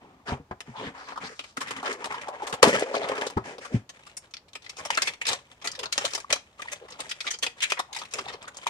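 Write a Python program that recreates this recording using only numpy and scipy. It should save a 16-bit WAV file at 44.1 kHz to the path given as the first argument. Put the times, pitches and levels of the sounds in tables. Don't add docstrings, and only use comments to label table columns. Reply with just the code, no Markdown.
import sys
import numpy as np
from scipy import signal
from scipy.fft import rfft, irfft, next_fast_len
from scipy.io import wavfile

SR = 44100
rng = np.random.default_rng(int(sys.argv[2]) if len(sys.argv) > 2 else 0)


def transcribe(signal):
    frames = np.atleast_2d(signal).T
    limited = np.clip(frames, -1, 1)
    pcm = np.round(limited * 32767).astype(np.int16)
    wavfile.write(sys.argv[1], SR, pcm)


N = 383229
TIME = np.arange(N) / SR


def from_db(db):
    return 10 ** (np.asarray(db) / 20)


def rms_one(x):
    return x / np.sqrt(np.mean(x ** 2) + 1e-20)


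def energy_one(x):
    return rms_one(x) / np.sqrt(x.shape[-1])


def butter(hz, kind, order=2):
    sos = signal.butter(order, hz, kind, fs=SR, output="sos")
    return lambda x: signal.sosfilt(sos, x)


def resonator(hz, width_hz):
    r = np.exp(-np.pi * width_hz / SR)
    zeros = np.array([1, 0, -1]) * (1 - r * r) / 2
    poles = [1, -2 * r * np.cos(2 * np.pi * hz / SR), r * r]
    return zeros, poles


def resonate(x, hz, width_hz):
    return signal.lfilter(*resonator(hz, width_hz), x)


def moving_ring(x, hz, width_hz, size=128):
    out, state = np.zeros_like(x), np.zeros((2, 2))
    for i in range(0, x.shape[-1], size):
        block = x[:, i:i + size]
        out[:, i:i + size], state = signal.lfilter(*resonator(hz[i], width_hz), block, zi=state)
    return out


def add(out, start_s, x):
    at = int(np.clip(round(start_s * SR), 0, N - 1))
    out[:, at:at + x.shape[-1]] += x[..., :N - at]


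def diffuse(count, apart_hz=1080):
    mid, side = rng.standard_normal((2, count))
    side = butter(apart_hz, "high", order=3)(side)
    return np.array([mid + side, mid - side])


def sheet_ranges(ranges_hz):
    return [butter(edges, "band") for edges in ranges_hz]


def gesture(start_s, length_s, change_db, attack_s, release_db_per_s):
    t = TIME - start_s
    swell_db = change_db * (np.clip(t / length_s, 0, 1) - .5)
    release_db = release_db_per_s * np.maximum(t - length_s, 0)
    return np.clip(t / attack_s, 0, 1) * from_db(swell_db - release_db)


def colours(colour_db, brightness_db):
    tilt_db = np.outer([-1, 0, 1], brightness_db)
    return from_db(np.array(colour_db)[:, None] + tilt_db)


def grains(per_s, spread_db, t60, smooth, ring_db, ring_share, pitches_hz, tick_db=-8.0, count=18):
    struck = rng.random(N) < per_s / SR
    sizes = from_db(spread_db * np.minimum(rng.exponential(1, N), 3.5)) * struck
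    power = signal.lfilter([1], [1, -from_db(-120 / (t60 * SR))], sizes ** 2 + 1e-18)
    ticks = rms_one(sizes * rng.choice([-1, 1], N))
    dealt, hiss = rng.integers(0, count, N), diffuse(N)
    rings = 0
    for k, hz in enumerate(np.geomspace(*pitches_hz, count)):
        own_ticks = ticks * (dealt == k) + 1e-18 * hiss[0]
        rings = rings + resonate(own_ticks, hz, ring_share * hz)
    scatter = hiss * np.sqrt(power / power.mean() + smooth)
    return scatter + from_db(tick_db) * ticks + from_db(ring_db) * rms_one(rings)


# pitch_hz, density_db
ROOM_TONE_SHAPE = [(25, -8.5), (65, 6.5), (120, 5.5), (250, 0.5), (900, -1.5), (1800, -13), (3500, -18),
                   (7000, -22.5), (10000, -30), (14000, -28)]


def room_tone(level_db=-62):
    hz, db = np.transpose(ROOM_TONE_SHAPE)
    size = next_fast_len(N)
    bins_hz = np.fft.rfftfreq(size, 1 / SR)
    colour = from_db(np.interp(np.log(bins_hz + 1), np.log(hz), db))
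    rush = irfft(rfft(diffuse(size)) * colour, size)[:, :N]
    return from_db(level_db) * rms_one(rush)


# time_s, share (0 to 1)
CATCHING_SHARE = [(0, 0.34), (1.35, 0.06), (1.7, 0.57), (2.6, 0.7), (2.75, .75), (3.3, 0.7), (3.5, 0.05)]


def card_slips():
    glide = grains(per_s=4000, spread_db=2.5, t60=.03, smooth=.5, ring_db=-9, ring_share=.06,
                   pitches_hz=(500, 2500))
    catch = grains(per_s=420, spread_db=4.5, t60=0.027, smooth=0.06, ring_db=-1, ring_share=0.035,
                   pitches_hz=(420, 3000), tick_db=-2)
    share = np.interp(TIME, *np.transpose(CATCHING_SHARE))
    return np.sqrt(1 - share) * rms_one(glide) + np.sqrt(share) * rms_one(catch)


# low_hz, high_hz
CARD_RANGES_HZ = [(260, 1606), (1250, 4910), (4000, 9200)]
# time_s, pitch_hz
PANEL_PITCH = [(0, 705), (.9, 922), (1.15, 1163), (1.65, 1280), (1.9, 946), (2.15, 1086), (2.4, 793),
               (2.7, 447), (2.95, 500), (3.2, 612), (3.5, 486), (3.9, 586)]
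# body_db, crack_db, sizzle_db
CARD_BALANCE = (6, 1.5, -11.5)
# start_s, length_s, level_db (before colour), change_db (over the stroke), brightness_db,
# rumble_db (against the level)
CARD_STROKES = [(0, 0.22, -60.5, -10.5, -1.5, 5), (0.253, 0.072, -40.5, 3.5, 3, -38),
                (0.316, 0.023, -55.5, -14, -35, -21), (0.65, 0.13, -55, -3, 4, -27),
                (0.766, 0.12, -42.5, 3, 0.5, 3.5), (0.934, 0.12, -48, -1, 1.5, -38),
                (1.065, 0.049, -46, 6, 2, -25), (1.196, 0.056, -39.5, 4, 2, -2.5),
                (1.25, 0.082, -54, 2, 9, -32), (1.342, 0.16, -84.5, 4, 27, -9),
                (1.611, 0.19, -44.5, 6, 2.5, -2), (1.831, 0.087, -35.5, 4, 4, -39),
                (1.982, 0.074, -43, -4, 3, -27), (2.086, 0.19, -42, -7, 1.5, -10),
                (2.325, 0.076, -44, -7, 0.5, -20.5), (2.397, 0.2, -45, -4.5, -0.5, -13.5),
                (2.62, 0.18, -27, -8, 4.5, -10.5), (2.798, 0.17, -42, 13.5, 3.5, -43),
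                (2.952, 0.18, -37.5, 6, 1, -9.5), (3.15, 0.11, -38.5, 2.5, 4, -16),
                (3.28, 0.27, -56, 3, 0.5, -3), (3.437, 0.089, -42.5, -6, 5, -13),
                (3.602, 0.095, -47.5, -12, 7, -13), (3.71, 0.047, -42.5, 6, 3.5, 2.5)]


def cardboard_slide(ring_db=10, soft_hz=2000, top_hz=10500, attack_s=0.023, release_db_per_s=356):
    _, _, db, _, brightness_db, rumble_db = np.transpose(CARD_STROKES)
    strokes = np.array([gesture(start, length, change, attack_s, release_db_per_s)
                        for start, length, _, change, _, _ in CARD_STROKES])
    stroke_gains = colours(CARD_BALANCE, brightness_db) * from_db(db + brightness_db / 2)
    gains = stroke_gains @ strokes
    slips = butter(soft_hz, "low", order=1)(card_slips())
    slips = butter(top_hz, "low")(slips)
    panel_hz = np.interp(TIME, *np.transpose(PANEL_PITCH))
    slips = slips + from_db(ring_db) * moving_ring(slips, panel_hz, width_hz=480)
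    scrape = sum(gain * rms_one(band(slips)) for gain, band in zip(gains, sheet_ranges(CARD_RANGES_HZ)))
    rumble_gain = from_db(db + rumble_db) @ strokes
    rumble = rumble_gain * rms_one(butter([120, 360], "band")(slips))
    return scrape + rumble


def buckles(rows, ranges_hz, t60, ring_db, ring_share, sharp_share, facet_db, facet_q,
            tick_db=-8, ticks_per_s=250, size=4096, count=8):
    abrupt_s = 0.001
    echo_s, echo_db = 0.00071, -2
    level_window_s = .01
    out, t, ranges = np.zeros((2, N)), np.arange(size) / SR, sheet_ranges(ranges_hz)
    scatter = diffuse(len(rows) * size).reshape(2, -1, size)
    no_bass = butter(1210, "high")
    toward = np.array([1.15, .85])
    for k, (start_s, *levels_db, hz, swell) in enumerate(rows):
        swell = np.clip(swell, 1e-4, .03)
        sharp = sharp_share / (1 + swell / abrupt_s)
        decay = from_db(-60 * np.maximum(t - swell, 0) / t60)
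        shape = np.minimum(0.35 + 0.21 * t / swell, 1) * decay

        ticks = rng.standard_normal(size) * (rng.random(size) < ticks_per_s / SR) * shape
        burst = energy_one(scatter[:, k] * shape) + from_db(tick_db) * ticks * toward[:, None]
        pitches = np.geomspace(620, 6300, count) * 2 ** rng.uniform(-0.43, .3, count)
        facets = sum(resonate(burst, pitch, pitch / facet_q) for pitch in pitches)
        ring = resonate(burst, hz, ring_share * hz)
        burst = burst + from_db(ring_db) * ring + from_db(facet_db) * facets

        click = np.zeros((2, size))
        click[:, int(swell * SR)] = toward
        echo_at = int((swell + echo_s * rng.uniform(.8, 1.2)) * SR)
        click[:, echo_at] += from_db(echo_db) * toward
        click = click + 2 * resonate(click, hz, hz / 2)

        for share, x in (1 - sharp, burst), (sharp, click):
            feeds = (x, no_bass(x), x)
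            parts = [from_db(db) * energy_one(band(feed))
                     for db, band, feed in zip(levels_db, ranges, feeds)]
            add(out, start_s, sum(parts) * np.sqrt(share * level_window_s * SR))
    return out


# start_s, body_db, crack_db, sizzle_db, panel_ring_hz, swell_s (held within 0.0001 to 0.03)
CARD_CRACKS = [(.274, -25, -27.5, -80, 1770, 0.022), (.5098, -31, -55, -67, 690, 0.003),
               (1.086, -38, -39.5, -74, 1080, 0), (1.121, -35.5, -65, -61, 880, 0),
               (1.158, -34.5, -43.5, -70, 1270, 0.0047), (1.1745, -30, -39, -54, 1070, 0.00079),
               (1.3922, -35, -28.5, -41, 2670, 0), (1.439, -41.5, -37, -49, 2180, 0.00091),
               (1.566, -46, -44, -58, 1390, .002), (1.57, -32.5, -29.5, -34.5, 1390, 0.0015),
               (1.606, -28.5, -26.5, -32, 1230, 0.011), (1.671, -34, -30, -41, 2000, 0.022),
               (1.707, -27, -26, -32.5, 2210, 0.001), (1.764, -35, -34, -41, 2130, 0.0051),
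               (1.828, -32, -39.5, -47, 845, 0.0012), (1.856, -25.5, -26.5, -55, 1440, 0.0042),
               (1.926, -57, -62, -35.5, 1740, 0.00062), (2.042, -27, -26, -34, 2050, 0.00084),
               (2.057, -31, -34.5, -37, 750, 0), (2.123, -50, -43, -45, 1010, 0),
               (2.142, -54, -37.5, -52, 1060, 0.0049), (2.2126, -59, -38.5, -43, 2070, 0.0022),
               (2.282, -31, -37.5, -44, 920, 0.00092), (2.424, -64, -43, -47, 490, 0.015),
               (2.468, -35, -31, -33, 890, 0.0064), (2.494, -40, -46, -40, 816, 0.0025),
               (2.5251, -24, -24, -34, 2050, 0.002), (2.539, -29.5, -32.5, -36, 776, 0),
               (2.6235, -34.5, -30, -36, 1500, 0.0072), (2.6283, -10.5, -8, -12, 940, 0),
               (2.642, -20, -32, -32, 950, 0.065), (2.672, -25, -25.5, -26, 390, 0.013),
               (2.691, -33, -33, -30, 1300, 0.013), (2.752, -29.5, -28, -34, 1200, 0),
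               (2.795, -51, -32, -32, 8200, 0), (2.82, -41, -32, -50, 1200, 0.00087),
               (2.94, -21, -34, -48, 650, 0.0038), (2.951, -32, -29.5, -50, 696, 0.00032),
               (3.03, -33, -36, -57, 3400, 0.0028), (3.086, -33, -29, -36, 2000, 0.0016),
               (3.153, -35, -35, -46, 1860, 0), (3.177, -31, -37, -52, 1010, 0.0044),
               (3.211, -29.5, -26.5, -36, 2300, 0.0024), (3.2655, -32, -28, -29, 3660, 0.002),
               (3.301, -40, -41, -41, 970, 0), (3.37, -25.5, -41, -54, 920, 0.003),
               (3.5822, -38, -41.5, -55, 468, 0), (3.649, -36, -36.5, -42, 1300, 0.0031)]


def box_cracks():
    return buckles(CARD_CRACKS, CARD_RANGES_HZ, t60=0.069, ring_db=15.5, ring_share=0.36,
                   sharp_share=0.084, facet_db=-1.0, facet_q=33)


# pitch_hz, level_db (relative), t60_s (before each blow's ring length)
BOX_RING_MODES = [(121, 0, 0.15), (219.3, 0, 0.12), (390, 2.5, 0.14), (487, -6, 0.09), (885, -7.5, 0.11),
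                  (1300, -15.5, 0.09)]
# start_s, peak_db, contact_s, ring_length (times the modes' own), pitch (times the modes' own),
# thud_peak_db (of the counter)
BOX_BLOWS = [(0.283, -30, 0.0006, 2, 1, -46), (0.319, -21, 0.003, 0.79, 1.12, -24.5),
             (0.397, -35, 0.0025, 0.66, 1.23, -44), (0.508, -32, 0.0026, 0.69, 0.94, -36.5),
             (0.677, -36, 0.0031, 0.8, 1.06, -55), (.689, -34.5, 0.0044, 0.88, 1.02, -49),
             (.868, -32, 0.0019, 1, 1.2, -44), (1.234, -32, 0.0013, 1.1, 2.02, -53),
             (1.577, -29.5, 0.0028, 0.47, 2.2, -56), (2.529, -26, 0.0013, 0.35, 1.2, -43),
             (2.630, -21, 0.00025, 1.1, 2, -35), (2.672, -9, 0.002, 0.36, 2.05, -33),
             (3.364, -24, 0.0026, 0.45, 0.74, -23.5), (3.369, -17.5, 0.00071, 0.51, 0.87, -50),
             (3.374, -19, 0.001, 0.67, 0.99, -44), (3.72, -31, 0.0024, 0.41, 2.2, -55),
             (3.7398, -11, 0.0045, 0.59, 1.03, -26), (3.748, -22, 0.0076, 0.89, 0.98, -27)]


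def bumps(radiate_hz=90, thud_hz=82, size=12000):
    out, t = np.zeros((2, N)), np.arange(size) / SR
    for start_s, db, contact_s, length, pitch, thud_db in BOX_BLOWS:
        ring = np.zeros(size)
        for k, (hz, level_db, t60) in enumerate(BOX_RING_MODES):
            decay = from_db(level_db - 60 * t / (t60 * length))
            ring += (-1) ** k * decay * np.sin(2 * np.pi * hz * pitch * t)
        push = signal.windows.hann(max(int(contact_s * SR), 3))
        blow = signal.fftconvolve(ring, push)
        blow = butter(radiate_hz, "high", order=3)(blow)
        thud = resonate(np.pad(push, (0, size)), thud_hz, width_hz=40)
        thud = butter(115, "low")(thud)
        add(out, start_s, from_db(db) * blow / np.abs(blow).max())
        add(out, start_s, from_db(thud_db) * thud / np.abs(thud).max())
    return out


# start_s, length_s, level_db, first_hz, last_hz
RUSTLING_RINGS = [(0.326, 0.019, -44, 2480, 2500), (0.732, 0.11, -42.5, 860, 1050),
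                  (0.749, 0.15, -46.5, 3220, 2830), (0.8, 0.035, -57.5, 4470, 5000),
                  (.83, 0.072, -42.5, 1630, 1790), (0.788, 0.073, -41.5, 420, 460),
                  (0.946, 0.22, -57, 4360, 4500), (0.955, 0.083, -48.5, 1200, 1190),
                  (1.233, 0.054, -44.5, 4000, 4400), (1.295, 0.043, -49, 440, 460),
                  (1.914, 0.16, -49.5, 318, 470), (2.274, 0.077, -42, 870, 700),
                  (2.637, 0.13, -44, 1620, 1730), (2.64, 0.052, -30, 285, 280),
                  (6.622, 0.013, -44, 1780, 1750), (6.683, .014, -45, 2000, 1990),
                  (2.93, 0.064, -43, 4060, 4460), (3.018, 0.049, -44, 3740, 3030),
                  (3.027, 0.17, -41, 1240, 1210), (3.11, 0.032, -44, 1870, 1740),
                  (3.197, 0.05, -36, 915, 890), (3.505, 0.08, -49, 446, 470),
                  (3.699, 0.075, -45.5, 480, 563), (4.921, 0.049, -37, 2480, 2480),
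                  (4.945, 0.012, -33.5, 5000, 5000), (5.212, 0.017, -32.5, 2300, 2300),
                  (5.225, 0.034, -46, 2410, 2360), (5.069, 0.017, -36, 2210, 2200),
                  (4.975, 0.0158, -25.5, 1370, 1350), (4.992, 0.028, -40, 1400, 1400),
                  (5.777, 0.063, -44.5, 495, 410), (6.805, 0.058, -47.5, 416, 490),
                  (6.879, 0.017, -52, 850, 900), (7.606, 0.069, -34.5, 3000, 2200),
                  (7.697, 0.027, -36, 2700, 2400), (7.769, 0.02, -37, 2050, 1950),
                  (7.873, 0.2, -51, 804, 875), (8.13, 0.11, -45.5, 553, 287),
                  (8.471, 0.027, -43, 1470, 1670)]


def rustling_rings(ring_share=.45, fade_share=0.37):
    out = np.zeros((2, N))
    slips = grains(per_s=900, spread_db=-2.0, t60=0.036, smooth=0.23, ring_db=-11.5, ring_share=0.17,
                   pitches_hz=(400, 6000))
    for start_s, length_s, db, first_hz, last_hz in RUSTLING_RINGS:
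        run = slips[:, int(start_s * SR):int((start_s + length_s) * SR)]
        hz = np.geomspace(first_hz, last_hz, run.shape[-1])
        width_hz = ring_share * hz.mean()
        run = moving_ring(run, hz, width_hz)
        run = moving_ring(run, hz, width_hz)
        faded = run * signal.windows.tukey(len(hz), fade_share)
        add(out, start_s, from_db(db) * rms_one(faded))
    return out


# low_hz, high_hz
FILM_RANGES_HZ = [(390, 1557), (1200, 5200), (4400, 9100)]
# start_s, body_db, crack_db, sizzle_db, film_ring_hz, swell_s (held within 0.0001 to 0.03)
LINER_SNAPS = [(.6042, -40.5, -34, -40.5, 1830, 0.00083), (3.892, -45.5, -37.5, -42, 6240, 0.003),
               (4.065, -46, -43.5, -49, 1330, 0.0046), (4.097, -59.5, -50.5, -57.5, 2400, 0),
               (4.1677, -51, -41.5, -30, 9470, 0.0041), (4.309, -63, -55.5, -55.5, 6000, .002),
               (4.3377, -60, -34.5, -54, 5160, 0.00074), (4.3685, -63.5, -39.5, -60.5, 4630, 0),
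               (4.482, -65.5, -52, -59, 4180, 0.0035), (4.5328, -56.5, -44, -48.5, 3460, 0),
               (4.62, -66, -50, -52.5, 4430, .003), (4.642, -55, -45, -54, 3600, 0.0086),
               (4.6637, -60.5, -40.5, -81.5, 2000, 0.00013), (4.552, -40.5, -32.5, -43, 2360, 0.0032),
               (4.6934, -51.5, -34, -35.5, 4500, 0.0028), (4.7669, -41, -35, -40, 6040, 0.022),
               (4.7848, -35, -44, -40, 2360, 0.019), (4.85, -33, -30, -30.5, 2160, 0.0093),
               (4.9034, -32.5, -22, -29, 1940, 0.00093), (4.9732, -26, -19, -27, 2000, 0.0009),
               (5.0189, -31, -18, -19, 5000, 0.0027), (5.0552, -50, -30, -31, 2240, 0.039),
               (5.072, -31.5, -20.5, -33, 2070, 0.0051), (5.136, -45, -37.5, -48, 2300, 0),
               (5.2135, -38.5, -33.5, -36, 2300, 0.0033), (5.2527, -40, -28.5, -45, 2320, 0.0013),
               (5.267, -41, -23, -24.5, 4240, 0.0015), (5.275, -33.5, -20, -24.5, 4260, 0.0098),
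               (5.287, -29.5, -20.5, -22, 4080, 0.0031), (5.311, -30, -25, -32, 2500, 0.014),
               (5.3315, -30, -24, -29, 5900, 0), (5.615, -43.5, -39.5, -57, 2200, 0.011),
               (5.6432, -30.5, -27.5, -31.5, 1960, 0.017), (5.6728, -41, -23, -26, 4620, 0.00072),
               (5.7162, -60, -59, -33.5, 5430, 0), (5.75, -55, -36, -46, 5000, 0.0035),
               (5.7905, -40, -29.5, -33, 3430, 0.0038), (5.8311, -30.5, -27.5, -38, 1860, 0.0029),
               (5.8568, -33, -30, -51, 4020, 0.00037), (5.9195, -51, -44, -47, 3300, .002),
               (5.924, -43, -21.5, -21.5, 4000, 0.0022), (5.9783, -26, -18, -26, 6200, 0.00072),
               (6.008, -31.5, -32, -60, 2110, 0.013), (6.0496, -27, -19.5, -23.5, 3760, 0.0029),
               (6.106, -56, -39, -38, 4500, 0.0025), (6.1352, -36, -28, -30, 5560, 0),
               (6.1472, -33, -23.5, -22.5, 5300, 0.0043), (6.176, -34.5, -34.5, -37, 880, 0.0029),
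               (6.202, -47, -38, -41, 7050, 0), (6.303, -41, -25, -32, 1910, 0.0015),
               (6.3258, -36.5, -14.5, -18.5, 5600, 0.0012), (6.3593, -33, -32.5, -41, 1210, 0),
               (6.6195, -43, -33.5, -39, 1740, 0.00025), (6.7174, -35, -29, -29, 1970, 0.013),
               (6.883, -53, -45.5, -55, 1870, 0.0037), (6.903, -56, -46, -43, 6500, .002),
               (6.921, -58, -40, -53, 4800, .002), (6.991, -34.5, -36, -47, 695, 0.011),
               (7.0036, -42, -30, -34, 8200, 0.0011), (7.0925, -51, -34, -34, 5450, 0.0053),
               (7.1112, -47, -26, -34, 3360, 0.0034), (7.2045, -47.5, -27, -37, 4160, 0.0024),
               (7.2666, -32, -22.5, -58, 2170, 0.014), (7.25, -39.5, -37, -54, 2600, 0.011),
               (7.305, -43, -26, -24.5, 6260, 0.0077), (7.3345, -43, -31, -60, 6600, 0.011),
               (7.3881, -53, -56, -37.5, 6100, 0), (7.4256, -30, -18.5, -23.5, 3250, 0.0091),
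               (7.4642, -32, -22.5, -38, 2700, 0.00086), (7.58, -59, -53, -55, 4000, .002),
               (7.6045, -54, -32.5, -43, 2940, 0.00059), (7.62, -41, -20.5, -22.5, 3140, 0.011),
               (7.635, -46, -21.5, -29, 2390, 0.0031), (7.7003, -47, -29, -29, 2450, 0.0037),
               (7.72, -26.5, -18.5, -31, 2300, 0.0005), (7.7735, -31, -42, -62, 1850, 0.038),
               (7.791, -26, -24.5, -30, 950, 0.0034), (7.928, -49, -34, -36, 4000, 0.0022),
               (7.947, -51, -32.5, -37, 3800, 0.0015), (7.9616, -46, -30, -32, 2200, 0.0049),
               (7.985, -47, -34, -33.5, 4530, 0.01), (8.015, -35, -35.5, -62, 1190, 0.001),
               (8.05, -56, -41.5, -50, 2320, 0.0035), (8.11, -56, -43, -42, 5000, 0.019),
               (8.1368, -36.5, -27, -27, 6400, 0.00064), (8.185, -27.5, -29, -60, 1220, 0.0017),
               (8.2783, -37, -30.5, -68, 1920, 0.022), (8.325, -39, -36, -63, 920, 0.016),
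               (8.425, -60, -47, -44.5, 2410, 0.0016), (8.478, -39, -39, -41, 1520, 0.0019),
               (8.545, -49, -48, -52, 5500, 0.00055), (8.5693, -44.5, -45, -35, 6840, 0.00099),
               (8.6675, -32.5, -25.5, -33, 2260, 0.0026)]


def liner_snaps():
    return buckles(LINER_SNAPS, FILM_RANGES_HZ, t60=0.054, ring_db=9.0, ring_share=0.19,
                   sharp_share=.3, facet_db=7, facet_q=25.7)


# start_s, peak_db, pitch_hz, width_hz, push_s
PANEL_KNOCKS = [(1.174, -38, 1040, 130, 0.0061), (1.569, -24.5, 1310, 170, 0.011),
                (1.829, -26, 840, 160, 0.0042), (1.889, -25.5, 406, 70, 0.0068),
                (2.141, -23, 970, 170, 0.0072), (2.283, -30, 590, 80, 0.011), (2.426, -34, 392, 60, 0.013),
                (2.6286, -3, 488, 128, 0.0061), (2.689, -17, 520, 130, 0.0083),
                (2.752, -17.5, 577, 130, 0.0047), (2.8214, -12, 467, 316, 0.0052),
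                (2.912, -23, 554, 90, 0.004), (3.096, -17, 520, 120, 0.0023),
                (3.267, -20.5, 492, 130, 0.0034), (3.371, -20, 903, 200, 0.0085),
                (3.617, -48, 424, 60, 0.0088), (4.856, -27, 674, 149.5, 0.0027),
                (4.902, -15.5, 920, 120, 0.0034), (4.9716, -14, 1330, 200, 0.01),
                (5.213, -22, 2420, 130, 0.0038), (5.2153, -23.5, 1850, 150, 0.0035),
                (5.98, -29.5, 823, 200, 0.012), (6.043, -23, 570, 130, 0.0071),
                (6.244, -29, 1130, 129, 0.0038), (6.327, -20, 577, 111, 0.0082),
                (6.592, -32, 1180, 69.3, 0.011), (6.621, -33, 1775, 130, 0.0043),
                (6.655, -34.5, 920, 121, 0.005), (6.682, -26, 1930, 150, 0.0043),
                (7.243, -32.5, 1400, 200, 0.0064), (7.653, -35, 1400, 200, 0.0057),
                (7.7206, -15.5, 1030, 300, 0.0022), (7.793, -21, 1120, 140, .008),
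                (7.793, -25, 737, 110, 0.0057), (7.962, -28, 885, 149, 0.0052),
                (8.015, -38, 514, 100, 0.0042), (8.263, -29, 770, 130, 0.0036),
                (8.342, -34.5, 432, 80, 0.0075), (8.44, -41, 1200, 150, 0.011),
                (8.666, -14.5, 950, 170.3, 0.0027)]


def knocks(rough=1.0, skew=0.95, size=4096):
    out, t = np.zeros((2, N)), np.arange(size) / SR
    all_jolts = rng.standard_normal((len(PANEL_KNOCKS), size))
    for (start_s, db, hz, width_hz, push_s), jolts in zip(PANEL_KNOCKS, all_jolts):
        shove = np.sin(np.pi * np.minimum(t / push_s, 1) ** skew)
        unevenness = rough * rms_one(resonate(jolts, hz, hz))
        drive = shove * (np.sin(2 * np.pi * hz * t) + unevenness)
        knock = resonate(drive, hz, width_hz)
        add(out, start_s, from_db(db) * knock / np.abs(knock).max())
    return out


# body_db, crack_db, sizzle_db
FILM_BALANCE = (-4.5, 0.5, -5.5)
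# start_s, length_s, level_db (before colour), change_db (over the pull), brightness_db
LINER_PULLS = [(3.923, 0.22, -55.5, -5, -1.5), (4.218, 0.039, -52, -7, -2), (4.614, 0.15, -55.5, -0.5, -1),
               (4.777, 0.15, -45, -4, -3.5), (4.907, 0.13, -42, 8, 2), (5.029, 0.072, -40, 0, 0.5),
               (5.275, 0.059, -32, -1, -2), (5.494, 0.025, -48.5, -1.5, 0), (5.628, 0.21, -47.5, -6.5, -3),
               (5.791, 0.062, -56, 7, -13.5), (5.914, 0.13, -40.5, 10, 1), (6.059, 0.15, -43, -12, 4),
               (6.292, 0.058, -35.5, -15.5, -4.5), (6.575, 0.19, -45.5, -3.5, -1.5),
               (6.789, 0.28, -59.5, 1, -9), (6.884, 0.12, -53.5, -16, -3.5), (6.976, 0.22, -49, -12, 2),
               (7.208, 0.059, -45, -10, 7), (7.415, 0.028, -35, 2, 4.5), (7.547, 0.047, -50.5, 7.5, -3),
               (7.62, 0.14, -43.5, -2, 2), (7.954, 0.16, -46, -16, -0.5), (8.107, 0.086, -40, 15.5, 1),
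               (8.24, 0.13, -48, -7, -8.5), (8.403, 0.12, -53.5, -13, -8.5), (8.532, 0.11, -48.5, 14, -1.5),
               (8.654, 0.031, -40, -23, 1)]


def liner_crinkle(handling_db=-15.0, soft_hz=4000, attack_s=0.022, release_db_per_s=310.5):
    held_from_s, held_db, held_brightness_db = 4.72, -61.5, -0.5
    _, _, db, _, brightness_db = np.transpose(LINER_PULLS)
    pulls = np.array([gesture(start, length, change, attack_s, release_db_per_s)
                      for start, length, _, change, _ in LINER_PULLS])
    pulled = (colours(FILM_BALANCE, brightness_db) * from_db(db)) @ pulls
    held = from_db(held_db) * colours(FILM_BALANCE, held_brightness_db) * (TIME > held_from_s)
    gains = np.maximum(pulled, held)
    creases = grains(per_s=380, spread_db=3.0, t60=0.042, smooth=0.27, ring_db=-1.5, ring_share=0.074,
                     pitches_hz=(500, 4500))
    creases = butter(soft_hz, "low", order=1)(creases)
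    film = sum(gain * rms_one(band(creases)) for gain, band in zip(gains, sheet_ranges(FILM_RANGES_HZ)))
    handling = gains[0] * from_db(handling_db) * rms_one(butter([75, 230], "band")(creases))
    return film + handling


# pitch_hz, width_hz, gain_db
HOLLOW_RESONANCES = [(268, 29, 7), (334, 25, -5.5), (410, 23, 5), (570, 27, 3.5), (649, 150, -4),
                     (826, 8.2, -1.5), (1190, 330, 1.5), (1495, 50, -6.5), (1730, 150, 1.5), (2185, 600, 2),
                     (2770, 70, -7.5), (3127, 65, 3.5), (3540, 86, 1.5), (4000, 880, 0),
                     (7200, 41000, -4.5)]


def hollow(x):
    for hz, width_hz, db in HOLLOW_RESONANCES:
        x = x + (from_db(db) - 1) * resonate(x, hz, width_hz)
    return x


def kitchen(x, t60=0.22, wet_db=-17.0, wall_hz=7500, first_s=0.013, size=22000):
    t = np.arange(size) / SR
    build_up = np.clip(t / first_s - .5, 0, 1)
    tail = diffuse(size) * build_up * from_db(-60 * t / t60)
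    tail = butter(wall_hz, "low", order=1)(energy_one(tail))
    return x + from_db(wet_db) * signal.fftconvolve(x, tail, axes=1)[:, :N]


def scene(lag_s=0.00021, left_db=.75):
    sheets = cardboard_slide() + box_cracks() + liner_snaps() + liner_crinkle()
    left, right = kitchen(hollow(sheets) + bumps() + rustling_rings() + knocks())
    right = np.pad(right, (round(lag_s * SR), 0))[:N]
    return np.array([left * from_db(left_db), right * from_db(-left_db)]) + room_tone()


def record(dry, top_hz=12500, cutoff_hz=15800):
    heard = np.clip(butter(top_hz, "low")(dry), -1, 1)
    steep = signal.ellip(10, .1, 80, cutoff_hz, fs=SR, output="sos")
    return signal.sosfilt(steep, heard)


dry = scene()
out = record(dry)
transcribe(out)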